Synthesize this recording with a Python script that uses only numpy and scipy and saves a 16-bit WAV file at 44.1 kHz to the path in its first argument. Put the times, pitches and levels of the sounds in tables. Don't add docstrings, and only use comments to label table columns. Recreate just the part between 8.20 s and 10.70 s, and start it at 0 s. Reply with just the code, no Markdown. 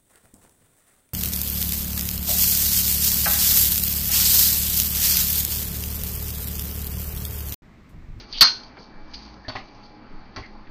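import sys
import numpy as np
from scipy import signal
from scipy.io import wavfile
from scipy.ndimage import uniform_filter1d

SR = 44100
rng = np.random.default_rng(int(sys.argv[2]) if len(sys.argv) > 2 else 0)


def volts(x):
    e = np.asarray(x, float) / 20
    return 10 ** e


def transcribe(signal):
    frames = np.atleast_2d(signal).T
    limited = np.clip(frames, -1, 1)
    pcm = np.round(limited * 32767).astype(np.int16)
    wavfile.write(sys.argv[1], SR, pcm)


N = 110250


def level(x, db):
    return x * volts(db) / np.sqrt(np.mean(x ** 2))


def band(x, hz, width_hz):
    q = max(hz / width_hz, 0.35)
    return signal.lfilter(*signal.iirpeak(min(hz, 18000), q, fs=SR), x)


def double_band(x, hz, width_hz):
    return band(band(x, hz, width_hz), hz, width_hz)


def walk(rate_hz):
    hold = int(SR / rate_hz)
    steps_held = np.repeat(rng.standard_normal(N // hold + 1), hold)
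    return 1.7 * uniform_filter1d(uniform_filter1d(steps_held, hold), hold)[:N]


def crackle(spread_db):
    size_db = spread_db * (rng.exponential(size=N) + 0.4 * walk(400))
    return level(rng.standard_normal(N) * volts(size_db), 0)


def gate(start_s, hold_s):
    t = np.arange(N) / SR - start_s
    release_s = 0.0034 + 0.3 * hold_s
    return (t >= 0) * np.exp(-np.clip(t - hold_s, 0, 1) / release_s)


def ring(start_s, hz, t60_s):
    t = np.clip(np.arange(N) / SR - start_s, 0, 9)
    return np.sin(2 * np.pi * hz * t) * np.exp(-np.log(1000) * t / t60_s)


def burst(grit, start_s, hold_s, hz, width_hz):
    snap_db = 13
    x = grit * gate(start_s, hold_s)
    x[int(start_s * SR) + 1] += volts(snap_db)
    return np.sqrt(14000 / width_hz) * double_band(x, hz, 1.32 * width_hz)


def metal_bursts(table):
    grit, out = crackle(1.7), 0
    for k, (start_s, db, hold_s, hz, width_hz) in enumerate(table):
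        shifted = np.roll(grit, 999 * k)
        out = out + volts(db) * burst(shifted, start_s, hold_s, hz, width_hz)
    return out


# start in seconds, level in dB, hold in seconds, centre in Hz, width in Hz.
OPENING = [(.0, -49, 0.044, 1490, 5900), (.095, -62.5, .004, 4500, 2950), (.1265, -36, .004, 4500, 1500),
           (0.133, -37, 0.003, 3340, 3090), (.141, -37, 0.036, 3100, 790), (.147, -47, 0.0067, 4600, 1520),
           (.158, -40, 0.028, 3200, 500), (0.173, -37.5, .005, 4700, 3030), (0.178, -38, 0.015, 4450, 1300),
           (.193, -42.5, .014, 4370, 1500), (.209, -7.5, 0.0094, 4250, 4000),
           (.219, -16, 0.0034, 4300, 3500), (.2255, -13, 0.0043, 4400, 2530), (.210, -25.5, .015, 394, 700),
           (.211, -24, 0.031, 1050, 500), (.211, -16.5, .022, 1450, 704), (.236, -27.5, 0.023, 1380, 597),
           (.245, -35, 0.02, 3834, 5000), (0.271, -26, 0.013, 4080, 4030), (0.386, -70, .004, 3000, 4025),
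           (.434, -44, 0.0017, 4000, 6100)]


def opening():
    return metal_bursts(OPENING)


# time in seconds, level in dB.
FIZZ_LEVEL = [(0, -41), (.06, -63.5), (.12, -49), (.3, -42), (.45, -53.5), (.55, -69), (.7, -75.5),
              (.85, -66), (.92, -53.5), (1.05, -52.5), (1.2, -64), (1.45, -60), (1.53, -62.5),
              (1.68, -64.5), (1.8, -83), (2.0, -73.5), (2.25, -78), (2.5, -72)]


def fizz():
    s, db = np.array(FIZZ_LEVEL).T
    bubbles = level(band(crackle(3), hz=5000, width_hz=10000), 0)
    return bubbles * volts(np.interp(np.arange(N) / SR, s, db) + 1.5 * walk(22))


# frequency in Hz, density in dB per Hz.
AIR_SPECTRUM = [(20, 4), (45, -23.5), (260, -12), (500, -22), (850, -17.5), (2300, -31.5), (4000, -44),
                (7000, -46)]


def air():
    out, (hz, db) = 0, np.array(AIR_SPECTRUM).T
    for f in 20 * 2 ** np.arange(0, 8.5, 1 / 3):
        gain = volts(np.interp(np.log(f), np.log(hz), db) + 1.7 * walk(14))
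        out = out + gain * double_band(rng.standard_normal(N), f, f / 3)
    return level(out, -47)


# frequency in Hz, level in dB, width in Hz.
FRIDGE_TONES = [(56.7, -55.5, 4.5), (112.2, -60.5, 13), (181, -71, 10), (213.2, -58, 12),
                (246.3, -68.5, 12), (308.1, -60, 9), (831, -62.5, 14), (858, -65.5, 35)]


def fridge():
    out = 0
    for hz, db, width_hz in FRIDGE_TONES:
        tone = double_band(rng.standard_normal(N), hz, width_hz)
        out = out + level(tone * volts(2.2 * walk(6.7)), db)
    return out


def whine():
    hz, start_db, fade_db_per_s = 2324, -60.5, 3
    t = np.arange(N) / SR
    phase = 2 * np.pi * hz * t + 0.8 * walk(15)
    return np.sin(phase) * volts(start_db - fade_db_per_s * t + 1.3 * walk(12.59))


# centre in seconds, level in dB, frequency in Hz, length in seconds.
FLOOR_SWAYS = [(.01, -40, 39, 0.08), (0.186, -32.5, 22, .1), (0.782, -31.5, 13.7, 0.078),
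               (0.842, -36, 9.7, 0.11), (0.943, -41, 8.7, 0.074), (0.981, -47.5, 48, 0.094),
               (1.417, -37.5, 19, .06), (1.958, -30, 16, .14), (2.047, -37.5, 16.6, .1),
               (2.11, -50, 116, 0.05), (2.208, -34, 60, 0.022), (2.357, -41.5, 21, .14),
               (2.49, -35, 11, .08)]


def floor_sway():
    out = 0
    for centre_s, db, hz, length_s in FLOOR_SWAYS:
        t = np.arange(N) / SR - centre_s
        out = out + volts(db) * np.cos(2 * np.pi * hz * t) * np.exp(-(t / (length_s / 2)) ** 2)
    return out


# frequency in Hz, level in dB, t60 in seconds.
TIN_MODES = [(1114, -3.5, 0.1202), (1494, 0, 0.35), (1547, -9.5, .14), (1578, -3.5, .16), (3933, -3, .16),
             (4214, 8.5, 0.28), (4640, 0.5, .14), (4580, 1.5, .16), (4637, -2.5, 0.068), (4700, -4, .14)]


def tin():
    crack_s, tin_db = 0.209, -27.5
    return sum(volts(tin_db + db) * ring(crack_s, hz, t60_s) for hz, db, t60_s in TIN_MODES)


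# start in seconds, level in dB, hold in seconds, centre in Hz, width in Hz.
LATER_TICKS = [(0.57, -46.5, .011, 1500, 920), (0.57, -45.5, 0.038, 290, 500),
               (.585, -57.5, 0.06, 4900, 3040), (0.936, -39.5, 0.012, 3100, 5000),
               (.935, -54, .027, 4270, 180), (.935, -48.5, 0.023, 4860, 150),
               (1.248, -47.5, .024, 1800, 200), (1.358, -34.5, 0.013, 1980, 530),
               (1.282, -40, 0.012, 3840, 2700), (1.32, -50.5, .03, 3200, 920),
               (2.135, -65, 0.015, 3400, 2000), (1.545, -61, 0.011, 5500, 3030),
               (1.63, -59, 0.034, 4450, 2500), (2.26, -56, 0.0043, 3400, 5000),
               (2.1615, -38, 0.0037, 4800, 2700), (2.225, -45, 0.033, 2050, 340),
               (2.164, -40, 0.016, 1980, 400), (2.469, -51, 0.0068, 2090, 590)]


def later_ticks():
    return metal_bursts(LATER_TICKS)


# start in seconds, level in dB, hold in seconds, centre in Hz, thump in dB.
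SHOE_KNOCKS = [
    (1.282, -30, 0.0035, 800, -31.5),
    (1.295, -31.5, 0.007, 950, -53.5),
    (1.353, -30, 0.0073, 810, -36),
    (1.361, -40.5, 0.0072, 2390, -41),
    (1.366, -35.5, 0.0036, 950, -43),
    (2.1615, -33.5, 0.0085, 1075, -44),
    (2.174, -36, .016, 493, -34.5),
    (2.195, -53, 0.018, 300, -37.5),
]


def steps():
    width_hz, grit_db = 800, -18
    thump_hz, thump_t60_s = (58.3, 106, 261.6), 0.13
    grit, out = crackle(1.45), 0
    for k, (start_s, db, hold_s, hz, thump_db) in enumerate(SHOE_KNOCKS):
        knock = burst(np.roll(grit, 777 * k), start_s, hold_s, hz, width_hz)
        out = out + volts(db) * (knock + volts(grit_db) * grit * gate(start_s, hold_s))
        for f in thump_hz:
            out = out - volts(thump_db) * ring(start_s, f, thump_t60_s * np.sqrt(thump_hz[0] / f))
    return out


# band centre in Hz, t60 in seconds.
ROOM_DECAY = [(150, .3), (400, .27), (900, .25), (2000, .23), (4500, .27), (7000, .22)]


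def room(x, wet_db):
    predelay_s = 0.0026
    t, tail = np.arange(SR // 2) / SR, 0
    for hz, t60_s in ROOM_DECAY:
        noise = band(rng.standard_normal(len(t)), hz, 1.3 * hz)
        tail = tail + noise * np.exp(-np.log(1000) * t / t60_s) / np.sqrt(hz)
    tail = signal.lfilter([1, -0.9], [1], tail) * (t > predelay_s)
    tail = tail / np.sqrt(np.sum(tail ** 2))
    return x + volts(wet_db) * signal.fftconvolve(x, tail)[:N]


def scene():
    hits = room(opening() + tin(), wet_db=-6.5)
    hits = hits + room(later_ticks(), wet_db=-7.5) + room(steps(), wet_db=0.5)
    kitchen = air() + fridge() + whine() + floor_sway()
    return (hits + fizz() + kitchen)[None]


def roll_off(x):
    return signal.sosfilt(signal.butter(12, 16660, fs=SR, output="sos"), x)


def record(dry):
    clip = 0.66
    x = dry + volts(13) * band(dry, hz=4568, width_hz=393)
    x = signal.sosfilt(signal.butter(2, 5200, fs=SR, output="sos"), x)
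    x = signal.sosfilt(signal.ellip(8, 0.5, 80, 6400, fs=SR, output="sos"), x)
    x = np.clip(x, -clip, clip)
    x = signal.sosfiltfilt(signal.butter(10, 15900, fs=SR, output="sos"), x)
    return roll_off(x)


dry = scene()
out = record(dry)
transcribe(out)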